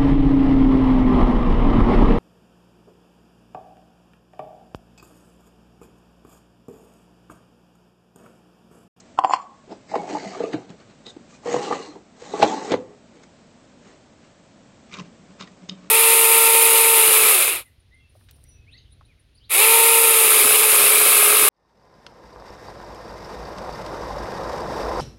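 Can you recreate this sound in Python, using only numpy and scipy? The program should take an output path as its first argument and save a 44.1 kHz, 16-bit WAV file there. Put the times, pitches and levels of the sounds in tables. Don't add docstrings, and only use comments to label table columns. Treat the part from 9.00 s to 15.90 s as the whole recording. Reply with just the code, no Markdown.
import sys
import numpy as np
from scipy import signal
from scipy.fft import rfft, irfft, next_fast_len
from scipy.io import wavfile
from scipy.ndimage import uniform_filter1d, minimum_filter1d, map_coordinates

SR = 44100
rng = np.random.default_rng(int(sys.argv[2]) if len(sys.argv) > 2 else 0)


def field_ratio(decibels):
    return 10 ** (np.asarray(decibels, dtype=float) / 20)


def pcm_store(signal):
    levels = np.round(np.clip(np.atleast_2d(signal), -1, 1) * 32767)
    wavfile.write(sys.argv[1], SR, levels.astype(np.int16).T)


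N = 304290

# f/Hz, spectrum level/dB
HUM = [(12, -77.5), (20, -20), (71, -17), (171, -14), (500, -20.5), (900, -25), (8300, -36.5),
       (18300, -120)]
# f/Hz, width/Hz, level over floor/dB
DRONES = [(229, 54, 5.5), (357, 170, -6.5), (600, 110, 3), (7600, 670, -6)]
# f/Hz, t60/s
ROOM = [(200, 0.45), (1000, 0.17), (4000, 0.18), (8000, 0.047)]

# t/s, weight on runners/dB, speed/dB
STROKES = [
    [(.86, -73, -91), (.896, -49.5, -56.5), (.964, -29.5, -56.5), (1.07, -44.5, -55.5), (1.104, -31.5, -47),
     (1.18, -39.5, -50), (1.44, -46, -54), (1.57, -43.5, -65.5), (1.66, -56, -70)],
    [(2.42, -62, -69.5), (2.47, -36, -47), (2.53, -28.5, -42), (2.61, -35, -46.5), (2.644, -34.5, -42.5),
     (2.736, -35, -46.5), (2.86, -46.5, -54), (2.968, -51, -67.5), (3.02, -56, -76)],
    [(3.15, -65, -70.5), (3.22, -51, -55), (3.31, -42.5, -51.5), (3.4, -32.5, -44.5), (3.47, -31, -40.5),
     (3.612, -38.5, -48), (3.71, -37.5, -46.5), (3.77, -46, -62), (3.95, -54, -80)],
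]
# t/s, length/s, weight/dB, coarse grit/dB, fine grit/dB
TOUCHES = [(.004, 0.039, -70.5, -60, -49), (3.742, 0.027, -32, -35, -57), (.715, 0.16, -37.5, -51.5, -58.5),
           (.96, 0.081, -54, -43, -66), (1.42, 0.66, -53, -52, -71), (1.54, 0.076, -31, -35, -57),
           (1.704, 0.23, -45, -54, -65), (1.81, 0.13, -57, -55.5, -67), (1.904, 0.13, -54.5, -56, -67),
           (2.068, 0.11, -45.5, -52.5, -56.5), (2.098, 0.086, -51, -60, -52.5), (2.31, 0.12, -69, -59, -56),
           (2.35, 0.14, -58, -58, -58), (2.73, 0.14, -51, -46, -70), (3.429, 0.067, -51, -19, -38.5),
           (3.724, 0.078, -21.5, -28, -49.5), (4.17, 0.41, -56.5, -62, -71),
           (4.236, 0.035, -59, -51.5, -56.5), (4.88, 0.47, -52.5, -56.5, -63.5),
           (5.248, 0.26, -59, -58.5, -67)]
# t/s, length/s, level/dB
JUDDERS = [
    (1.028, 0.59, -52),
    (1.104, 0.34, -47),
    (2.63, 0.83, -47.5),
    (3.53, 0.24, -42.5),
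]
# from t/s, to t/s, f/Hz, level over grit/dB
SINGING_EDGES = [(0.65, 1, 5000, 9.5), (1.1, 1.1, 4500, 3.5), (0.75, 1.02, 2000, 8), (0.98, 1.4, 2100, 4.5),
                 (1.4, 0.83, 3800, 5.5), (1.42, 1.47, 2600, 3.5), (1.093, 1.384, 4610, 4.5),
                 (1.302, 1.46, 1050, 6.5), (2.445, 2.611, 1900, 1), (2.485, 2.579, 6550, 6.5),
                 (2.447, 2.857, 2920, 2), (2.591, 2.8, 4100, 0.5), (2.78, 2.97, 4170, 4.5),
                 (3.5, 3.3, 4100, 5), (3.24, 3.38, 3700, 1), (3.43, 5.2, 6610, -4.5), (3.53, 3.62, 4090, 2),
                 (3.456, 3.53, 3300, 1.5), (3.9, 3.72, 6630, 8.5), (3.61, 5.7, 1885, -10)]
# f/Hz, spectrum level/dB
SCRAPE = [(760, -19.5), (1300, -8), (3400, -13.5), (4130, -7), (4940, -7.5), (6630, -2.5), (8300, -9),
          (18300, -120)]
# f/Hz, width/Hz, level/dB
CASE = [(120, 30, -7.5), (178.7, 55, -6), (301.4, 127, -3), (467.4, 220, -4)]
# f/Hz, width/Hz, level/dB
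UPPER = [(661, 170, 0), (844, 340, -3), (1200, 200, -10.5), (1490, 60, -20)]
# f/Hz, width/Hz, level/dB
LOWER = [(659, 220, -5.5), (821, 130, 0), (1130, 170, -5.5), (1988, 120, -9.5)]

# t/s, peak level/dB, tick level/dB, air over board level/dB, upper-mode level/dB
BOUNCES = [
    (.175, -35, -15, 5, 10),
    (0.188, -1, -18, 3.5, 3),
    (0.238, -10, -26, 5, 4.5),
    (0.2459, -1.5, -38, -6.5, -0.5),
    (0.2954, -12, -32, -12, -6),
    (0.3087, -10, -26, 1, -5),
    (0.3353, -1.5, -20, 10, 10),
    (0.359, -34, -7, 4, 3),
    (.37, -46, -8, 3.5, 3),
    (0.421, -55, 8, 3, 3),
]
# f/Hz, level/dB, t60/s
BOTTOM = [(785, 4.5, 0.045), (942, 2.5, 0.016), (490, -33.5, 0.085), (301.5, -20.5, 0.07)]
# f/Hz, level/dB, t60/s
AIR = [(1033, 5.5, 0.028), (1180, -23.5, 0.02)]
# f/Hz, level/dB, t60/s
FACE = [(1523, -23.5, 0.045), (1880, -13.5, 0.017), (2740, -10.5, 0.009), (3200, -15, 0.0091),
        (4830, -10.5, 0.006)]
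# f/Hz, width/Hz, level/dB
HOLLOW = [(1082, 127, 3), (766, 136, -1.5)]
# t/s, length/s, singing level/dB, chatter level/dB
WOBBLES = [(.25, 0.045, -44, -40), (.278, 0.053, -47, -60), (.302, 0.073, -37.5, -48.5),
           (.32, 0.046, -44, -40.5), (.338, 0.05, -58, -26.5), (.362, 0.045, -57, -48),
           (.39, 0.074, -66, -54), (.42, 0.087, -55, -56.5)]
# f/Hz, width/Hz, level/dB
RIM = [(7600, 1000, 6), (5460, 2000, 6), (4210, 110, 10), (3500, 460, 2), (2095, 1100, 9)]
# f/Hz, width/Hz
VALLEYS = [(3850, 280), (6050, 450)]

# t/s, length/s, f/Hz, level/dB
CATCHES = [(.181, 0.023, 1340, -32), (.183, 0.018, 890, -32.5), (1.04, 0.071, 497, -44),
           (1.077, 0.027, 870, -36), (1.228, .05, 700, -42), (1.3, 0.028, 715, -42),
           (1.45, 0.045, 1200, -35.5), (2.66, 0.056, 504, -35), (2.68, 0.044, 1180, -36),
           (2.735, .04, 1140, -29.5), (2.778, 0.088, 1174, -40), (3.36, 0.074, 1146, -38),
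           (3.661, .06, 427, -35), (3.81, .06, 497, -37.5), (3.857, .05, 328, -48),
           (1.0, 0.072, 822, -32.5), (1.105, 0.091, 806, -33), (1.11, 0.048, 293, -35),
           (1.2, 0.06, 276, -38.5), (1.27, 0.059, 194, -31.5), (1.27, 0.058, 670, -38),
           (1.32, .04, 725, -34), (1.36, 0.04, 726, -34.5), (1.378, 0.036, 420, -32),
           (1.475, 0.13, 452, -30), (1.59, 0.043, 307, -39), (2.5, 0.17, 476, -30.5),
           (2.59, 0.063, 424, -37), (2.625, 0.1, 812, -34.5), (2.76, 0.065, 553, -33), (2.8, .08, 450, -33),
           (2.89, 0.087, 300, -40.5), (3.27, 0.066, 836, -45.5), (3.435, 0.056, 314, -16),
           (3.47, 0.067, 317, -27), (3.5, 0.075, 782, -24), (3.528, 0.093, 874, -23.5),
           (3.54, 0.039, 244, -27.5), (3.575, .06, 264, -30.5), (3.575, .06, 850, -33),
           (3.62, 0.033, 870, -30.5), (3.65, 0.042, 810, -33), (3.688, 0.075, 448, -30.5),
           (3.76, 0.054, 437, -29), (3.9, 0.29, 416, -50.5)]
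# t/s, length/s, f/Hz, level/dB
WHINES = [(.40, .1, 1110, -38), (.465, 0.083, 1130, -44.5), (.515, .09, 1073, -48), (.52, .12, 817, -54),
          (.59, .2, 1100, -58), (.44, .08, 732, -45.5), (.995, .07, 2220, -44), (1.05, .06, 2220, -51),
          (2.08, .1, 3080, -56), (2.08, .1, 1970, -58), (2.085, .1, 5000, -57), (2.335, .08, 1180, -54),
          (2.345, .09, 2460, -58), (2.485, .05, 1900, -41), (2.66, .08, 2900, -44), (2.83, .1, 2850, -52.5),
          (2.9, .2, 4150, -59), (5.99, .04, 1056, -38.5), (5.985, .06, 3750, -49), (6.44, .07, 3690, -55),
          (6.715, .04, 1240, -50)]

# t/s, peak level/dB, ring centre f/Hz, tick level/dB, t60/s
UPPER_KNOCKS = [(.722, -32.5, 600, -23, 0.047), (.916, -28, 786, -11, 0.26), (.938, -12, 808, -41, 0.046),
                (.953, -12.5, 1050, -20, 0.019), (.961, -16.5, 413, -21, 0.021),
                (1.076, -25, 820, -22, 0.037), (1.094, -29, 755, -24.5, 0.069),
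                (1.128, -21.5, 300, -17, 0.14), (1.148, -15.5, 862, -33, 0.07),
                (1.167, -19, 890, -25, 0.038), (1.247, -26, 684, -11, 0.086),
                (1.347, -29, 1180, -19, 0.034), (1.401, -13, 463, -39, 0.083),
                (1.436, -12.5, 430, -22, 0.055), (1.531, -34.5, 880, 2, 0.026),
                (1.539, -15, 322.6, -31, 0.11), (1.702, -35, 171, -4, 0.07)]
# t/s, peak level/dB, ring centre f/Hz, tick level/dB, t60/s
LOWER_KNOCKS = [(2.164, -29.5, 336, -15, 0.051), (2.454, -35, 695, -8.5, 0.022),
                (2.458, -19, 460, -20, 0.023), (2.477, -24, 503, -23, 0.12), (2.5418, -11, 496, -16, 0.024),
                (2.56, -12.5, 475, -23, 0.049), (2.705, -17, 454, -23, 0.046),
                (2.709, -13.5, 855, -26.5, 0.051), (2.726, -20.5, 408, -24, 0.032),
                (2.723, -15, 1200, -26, 0.047), (2.953, -33, 398, -14, 0.084),
                (2.956, -35, 886, -18, 0.034), (3.22, -28.5, 472, -21.5, 0.039),
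                (3.335, -17, 427, -31.5, 0.1), (3.336, -21.5, 838, -25.5, .13),
                (3.3972, -14, 429, -18, 0.19), (3.4246, -8, 672, -20.5, 0.012),
                (3.4263, 2.5, 808, -20, 0.032), (3.44, -8.5, 540, -26.5, 0.028),
                (3.706, -16.5, 490, -29, 0.026), (3.718, -14.5, 308, -2.5, 0.024),
                (3.729, -16, 428, -25, 0.037), (3.7391, -7.5, 499, -27, 0.023),
                (3.7395, -19.5, 1020, -17, 0.011), (3.746, -17, 408, -28, 0.021)]
# t/s, peak level/dB, f/Hz, t60/s
SNAPS = [(.7225, -35, 900, 0.019), (.915, -33, 850, .03), (1.2485, -31, 750, .03),
         (1.5325, -30, 1880, .015), (2.5425, -12, 720, 0.01), (2.726, -29.5, 1810, 0.032),
         (3.397, -21.5, 600, .03), (3.4255, -11.5, 812, .03), (3.7195, -14, 600, .01),
         (1.5335, -35.5, 2980, .012), (1.535, -36, 4630, 0.009), (3.428, -25, 2400, .012),
         (3.7195, -26, 3600, .01), (3.7405, -24.5, 2080, 0.014), (2.562, -19, 1000, 0.022)]
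# t/s, peak level/dB, f/Hz
THUMPS = [
    (0.949, -45, 148),
    (1.542, -33.5, 120),
    (1.849, -54, 103.5),
    (2.549, -36.5, 144),
    (3.427, -37.5, 97),
    (3.742, -43.5, 100.6),
]

# t/s, peak level/dB, ring f/Hz, t60/s, click over ring level/dB
TICKS = [(1.694, -40, 3960, 0.012, 0), (1.802, -41, 4460, 0.01, -5), (1.899, -47, 4050, 0.01, -7),
         (2.0661, -22, 3820, 0.018, -3), (4.235, -53, 1620, 0.0089, -5), (5.915, -37, 2370, .015, 2),
         (5.924, -31, 2190, 0.024, 2), (5.931, -29, 2400, 0.033, -5), (5.9389, -22, 3740, 0.023, -1),
         (5.9415, -25, 2430, 0.02, -7), (5.9465, -31, 2700, .015, -11), (5.9876, -36, 5200, 0.011, 0),
         (5.996, -36, 5830, .012, 2), (5.9955, -26.5, 2620, 0.019, -8), (6.4002, -30, 1400, 0.014, 5),
         (6.4088, -25, 3830, 0.012, 8), (6.4205, -29, 1150, .025, -1), (6.425, -26.5, 3730, 0.028, -11),
         (6.473, -42, 3720, .012, -9), (6.474, -37, 1910, 0.047, -12), (6.689, -30, 6550, 0.042, -9),
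         (6.6953, -15.5, 3710, 0.022, -9), (6.6953, -23.5, 3080, 0.011, -9),
         (6.6953, -26, 5080, 0.023, -12), (6.699, -31, 4500, 0.011, 3), (6.716, -44, 3300, .03, 2),
         (6.74, -45, 3200, .03, 3), (6.8606, -47, 1880, 0.04, 4)]
# f/Hz, level/dB
HOOKS = [(2350, -10), (3000, 14.5), (3730, 1), (5050, 12.5), (6500, 5)]
# t/s, length/s, rasp level/dB, side panel level/dB
NUDGES = [(5.94, 0.14, -38.5, -43.5), (5.975, 0.11, -48, -72), (5.995, 0.072, -39, -37),
          (6.015, 0.039, -73, -32.5), (6.06, .1, -57, -51), (6.2, 0.098, -75, -48),
          (6.305, 0.14, -59, -45.5), (6.412, 0.093, -36.5, -41.5), (6.44, 0.044, -58, -39.5),
          (6.476, 0.043, -48.5, -58), (6.52, 0.11, -59, -49), (6.635, 0.13, -55.5, -40.5),
          (6.693, 0.025, -38.5, -42), (6.722, 0.093, -50.5, -33.5), (6.79, 0.12, -55, -46),
          (6.845, 0.14, -57, -43.5), (6.89, .1, -61, -46.5)]
# f/Hz, spectrum level/dB
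RASP = [(470, -2.5), (800, -13), (1080, 4), (1770, -9), (2280, -2.5), (3600, -8.5), (6630, -11),
        (8300, -28)]
# f/Hz, level/dB
SIDE_PANEL = [(186, 2), (297, -14), (410, -18.5), (570, -16)]
# t/s, f/Hz, level/dB
SQUEAK = [
    (2.05, 3700, -65),
    (2.064, 3770, -41.5),
    (2.108, 3680, -44),
    (2.116, 3730, -70),
    (2.15, 3680, -71),
]

SWAP_S = 2
CONTACT_S = 0.001314
RISE_SHARE = 0.38
SWELL_EDGE_DB = 32
TOP_HZ = 8450


def unit(x):
    return x / np.sqrt(np.mean(x ** 2) + 1e-20)


def along(points, hz):
    f, v = np.transpose(points)
    return np.interp(np.log(hz + 1), np.log(f + 1), v)


def gains(tables, column):
    t = np.arange(N) / SR
    total = 0
    for rows in tables:
        points = np.array(rows)
        total = total + field_ratio(np.interp(t, points[:, 0], points[:, column], -200, -200))
    return total


def swells(rows, column):
    out = np.zeros(N + 2 * SR)
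    t = np.arange(-SR // 5, SR // 4) / SR
    for row in rows:
        rise_s = RISE_SHARE * row[1]
        fall_s = row[1] - rise_s
        drop_db = SWELL_EDGE_DB * np.maximum(-t / rise_s, t / fall_s) ** 1.1
        add(out, row[0], field_ratio(row[column] - drop_db))
    return out[SR // 5:][:N]


def wobble(rate_hz):
    knots = rng.standard_normal(int(N * rate_hz / SR) + 4)
    return map_coordinates(knots, [np.arange(N) * rate_hz / SR])


def filtered(x, response):
    m = next_fast_len(N + SR // 2)
    return irfft(rfft(x, m) * response(np.fft.rfftfreq(m, 1 / SR)), m)[:N]


def modes(table):
    def response(f):
        total = 0
        for k, (centre, width, db) in enumerate(table):
            damping = 1j * f * width
            total = total + (-1) ** k * field_ratio(db) * damping / (centre * centre - f * f + damping)
        return total
    return response


def grit(rough_db, clump_db):
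    level_db = rough_db * wobble(300) + clump_db * wobble(45)
    return unit(rng.standard_normal(N) * field_ratio(level_db))


def patchy(x, depth_db):
    z = signal.stft(x, nperseg=512)[2]
    field = uniform_filter1d(rng.standard_normal(z.shape), 4, axis=0)
    field = uniform_filter1d(field, 9, axis=1)
    return signal.istft(z * field_ratio(depth_db * unit(field)), nperseg=512)[1][:N]


def add(track, s, sound):
    spot = track[round(s * SR):][:len(sound)]
    spot += sound[:len(spot)]


def ring(table, t, attack_s, lag_s=0):
    x = sum(field_ratio(db - 60 * t / abs(t60)) * np.sin(2 * np.pi * hz * (t - lag_s)) for hz, db, t60 in table)
    x = x * (1 - np.exp(-t / attack_s)) ** 2
    return x / np.abs(x).max()


def crack(t, t60_s, top_hz, rise_s):
    burst = rng.standard_normal(len(t)) * field_ratio(-60 * t / t60_s) * (1 - np.exp(-t / rise_s)) * 2
    return signal.lfilter(*signal.butter(1, [1300, top_hz], "band", fs=SR), burst)


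def hum(near):
    depth_db, knee, release_s = 7, 0.1, 0.15
    noise = unit(filtered(rng.standard_normal(N),
                          lambda f: field_ratio(along(HUM, f)) * (1 + np.abs(modes(DRONES)(f)))))
    step = 1 / (release_s * SR)
    loud = signal.lfilter([step], [1, step - 1], near ** 2) ** .5
    return field_ratio(-51 + 0.64 * wobble(2.1) - depth_db * np.tanh(loud / knee)) * noise


def slides():
    case = unit(filtered(grit(2, 1.3), lambda f: np.abs(modes(CASE[1:])(f)) ** 1.4))
    upper = unit(filtered(grit(2, 1.2), lambda f: np.abs(modes(UPPER)(f)) ** 1.5))
    lower = unit(filtered(grit(2, 1.2), lambda f: np.abs(modes(LOWER)(f)) ** 1.5))
    panel = np.where(np.arange(N) < SWAP_S * SR, upper, lower)

    dust = patchy(grit(1.8, .6), depth_db=1.6)
    rubbed = dust.copy()
    edge_width_hz = 340
    for start_s, end_s, hz, db in SINGING_EDGES:
        rub = dust[round(start_s * SR):round(end_s * SR)]
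        edge = signal.lfilter(*signal.iirpeak(hz, hz / edge_width_hz, SR), rub)
        add(rubbed, start_s, field_ratio(db) * edge * signal.windows.tukey(len(rub), .5))

    def fine(f):
        return 1 / (1 + (3850 / (f + 1)) ** 8)

    scrape = unit(filtered(rubbed, lambda f: field_ratio(along(SCRAPE, f)) * (1 - fine(f))))
    hiss = unit(filtered(rubbed, lambda f: field_ratio(along(SCRAPE, f)) * fine(f)))

    weight, speed = gains(STROKES, column=1), gains(STROKES, column=2)
    touch, coarse, smooth = (swells(TOUCHES, column=k) for k in range(2, 5))
    speed_share, panel_db, coarse_db = 0.25, -0.5, 2.5
    drive = weight ** (1 - speed_share) * speed ** speed_share
    shake = field_ratio(panel_db) * (drive + 0.38 * touch) + swells(JUDDERS, column=2)
    wood = (weight + touch) * case + shake * panel
    return wood + (field_ratio(coarse_db) * speed + coarse) * scrape + (speed + smooth) * hiss


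def coin():
    out, linger = np.zeros(N), np.zeros(N)
    t = np.arange(SR // 2) / SR
    t_hit = t[:SR // 8]
    for s, db, tick_db, air_db, upper_db in BOUNCES:
        air = [(hz, level + air_db, t60) for hz, level, t60 in AIR]
        face = [(hz, level + upper_db, t60) for hz, level, t60 in FACE]
        struck = ring(BOTTOM + air + face, t_hit, 0.00063, CONTACT_S)
        tick = field_ratio(tick_db - 5.0) * crack(t_hit, 0.023, top_hz=5480, rise_s=0.0019)
        add(out, s, field_ratio(db) * (struck + tick))
        add(linger, s, field_ratio(db - 39 - 60 * t / 0.53) * (1 - np.exp(-t / .012)))
    hollow = unit(filtered(grit(0.81, 1.4), lambda f: np.abs(modes(HOLLOW)(f)) ** 1.07))

    settle_hz, settle_s = 600, 0.014
    since_s = np.abs(np.arange(N) / SR - WOBBLES[0][0] + 0.0046)
    song_hz = 7140 + settle_hz * np.exp(-since_s / settle_s)
    phase = 2 * np.pi * np.cumsum(song_hz) / SR + 0.65 * wobble(270)
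    song = field_ratio(1.2 * wobble(83)) * np.sin(phase)
    chatter = unit(filtered(grit(1.7, 0.85), lambda f: modes(RIM)(f) ** 2))
    out = out + linger * hollow + swells(WOBBLES, column=2) * song + swells(WOBBLES, column=3) * chatter

    def valleys(f):
        return np.prod([1 - .8 * modes([(hz, width, 0)])(f) for hz, width in VALLEYS], axis=0)

    flat_s = .225
    return np.where(np.arange(N) < flat_s * SR, out, filtered(out, valleys))


def catches(rows):
    out, t = np.zeros(N), np.arange(-SR // 10, SR // 7) / SR
    for (s, length, hz, db), chance in zip(rows, rng.standard_normal((len(rows), 2, 60))):
        drift, flutter = (map_coordinates(c, [np.linspace(0, 59, len(t))]) for c in chance)
        rise_s = RISE_SHARE * length
        drop_db = SWELL_EDGE_DB * np.maximum(-t / rise_s, t / (length - rise_s)) ** 1.7
        tone = np.sin(2 * np.pi * hz * t + 0.41 * drift)
        add(out, s - .1, field_ratio(db + 2 * flutter - drop_db) * tone)
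    return out


def knocks():
    out, t = np.zeros(N), np.arange(SR // 5) / SR
    blows = UPPER_KNOCKS + LOWER_KNOCKS
    for (s, db, centre_hz, tick_db, t60), chance in zip(blows, rng.standard_normal((len(blows), 8))):
        wood = CASE + (UPPER if s < SWAP_S else LOWER)
        near = []
        for (hz, width, level), c in zip(wood, chance):
            near_db = level + 1.7 * c - 8 * np.log2(hz / centre_hz) ** 2
            near.append((hz * (1 + 0.015 * c), near_db, t60 * (centre_hz / hz) ** 0.5))
        push_db = -9 - 7 * np.log2(centre_hz / 500)
        blow = [(centre_hz, 0, t60), (1.4 * centre_hz, push_db, .014)]
        tick = field_ratio(tick_db - 2.0) * crack(t, 0.024, top_hz=5000, rise_s=0.0012)
        add(out, s, field_ratio(db) * (ring(near + blow, t, 0.0015) + tick))
    return out


def snaps():
    out, t = np.zeros(N), np.arange(SR // 10) / SR
    for s, db, hz, t60 in SNAPS:
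        add(out, s, field_ratio(db) * ring([(hz, 0, t60)], t, .0003))
    return out


def thumps():
    out, t = np.zeros(N), np.arange(SR // 3) / SR
    for s, db, hz in THUMPS:
        add(out, s, field_ratio(db) * ring([(hz, 0, .18)], t, 0.0036))
    return out


def carousel():
    rasp = unit(filtered(grit(3.5, .8), lambda f: field_ratio(along(RASP, f))))
    boom = np.zeros(N)
    for hz, db in SIDE_PANEL:
        level = field_ratio(db + 0.86 * wobble(30))
        boom += level * np.sin(2 * np.pi * hz * np.arange(N) / SR + 0.64 * wobble(30))
    out = swells(NUDGES, column=2) * rasp + swells(NUDGES, column=3) * unit(boom)

    t = np.arange(SR // 10) / SR
    for (s, db, hz, t60, click_db), chance in zip(TICKS, rng.standard_normal((len(TICKS), len(HOOKS)))):
        hooks = [(f, level - 21.5 + 3 * c, 0.4 * t60) for (f, level), c in zip(HOOKS, chance)]
        brass = ring([(hz, 0, t60)] + hooks, t, 0.00021, CONTACT_S)
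        click = field_ratio(click_db - 7.5) * crack(t, t60, top_hz=6750, rise_s=0.00097)
        add(out, s, field_ratio(db - 5.5) * (brass + click))
    return out


def squeak():
    nail_hz = np.mean(SQUEAK, axis=0)[1]
    tone = unit(filtered(grit(1.8, 1.5), lambda f: modes([(nail_hz, 330, 0)])(f) ** 2))
    return gains([SQUEAK], 2) * tone


def room(x):
    hz, t, z = signal.stft(rng.standard_normal(SR // 2), SR, nperseg=256)
    decay = field_ratio(-60 * t / along(ROOM, hz)[:, None])
    build = 1 - np.exp(-t / 0.0072)
    tail = signal.istft(z * decay * build, SR, nperseg=256)[1]
    return signal.fftconvolve(x, tail / np.linalg.norm(tail))[:N]


def thinned(x):
    gap_share, gap_follows, gap_hz = .012, .22, 2500
    hz, t, z = signal.stft(x, SR, nperseg=1024)
    power = uniform_filter1d(np.abs(z) ** 2, size=3, axis=1)
    band_db = 10 * np.log10(np.abs(uniform_filter1d(power, size=5, axis=0)) + 1e-20)
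    around_db = uniform_filter1d(band_db, size=40, axis=0)
    total_db = 10 * np.log10(power.sum(axis=0) + 1e-20)
    luck = uniform_filter1d(rng.standard_normal(z.shape), size=4, axis=0)
    luck = uniform_filter1d(luck, size=5, axis=1)
    worth_db = band_db - around_db + gap_follows * (around_db - total_db) + 2.5 * unit(luck)
    inside = (hz > gap_hz) & (hz < TOP_HZ - 400)
    weak = inside[:, None] & (worth_db < np.quantile(worth_db[inside], gap_share))
    keep = minimum_filter1d(1.0 * ~weak, size=3, axis=0)
    keep = minimum_filter1d(keep, size=2, axis=1, origin=-1)
    return signal.istft(z * (.06 + .94 * keep), SR, nperseg=1024)[1][:N]


def scene():
    near = slides() + coin() + catches(CATCHES) + catches(WHINES)
    near = near + knocks() + snaps() + thumps() + carousel() + squeak()
    near = signal.lfilter(*signal.butter(2, 85, "high", fs=SR), near)
    return (near + field_ratio(-19) * room(near) + hum(near))[None]


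def top_cut(x):
    return signal.sosfilt(signal.butter(12, 15900, fs=SR, output="sos"), x)


def record(dry):
    ceiling, spill_db = .7, -5
    x = filtered(dry[0], lambda f: 1 / (1 + (f / TOP_HZ) ** 90))
    x = x / (1 + np.abs(x / ceiling) ** 16) ** (1 / 16)

    def output(f):
        low_cut = 1 / (1 + (35 / (f + 1)) ** 2) ** .5
        return np.where(f < TOP_HZ + 300, 1, field_ratio(spill_db)) * low_cut

    x = filtered(thinned(x), output)
    return top_cut(x[None])


dry = scene()
out = record(dry)
pcm_store(out)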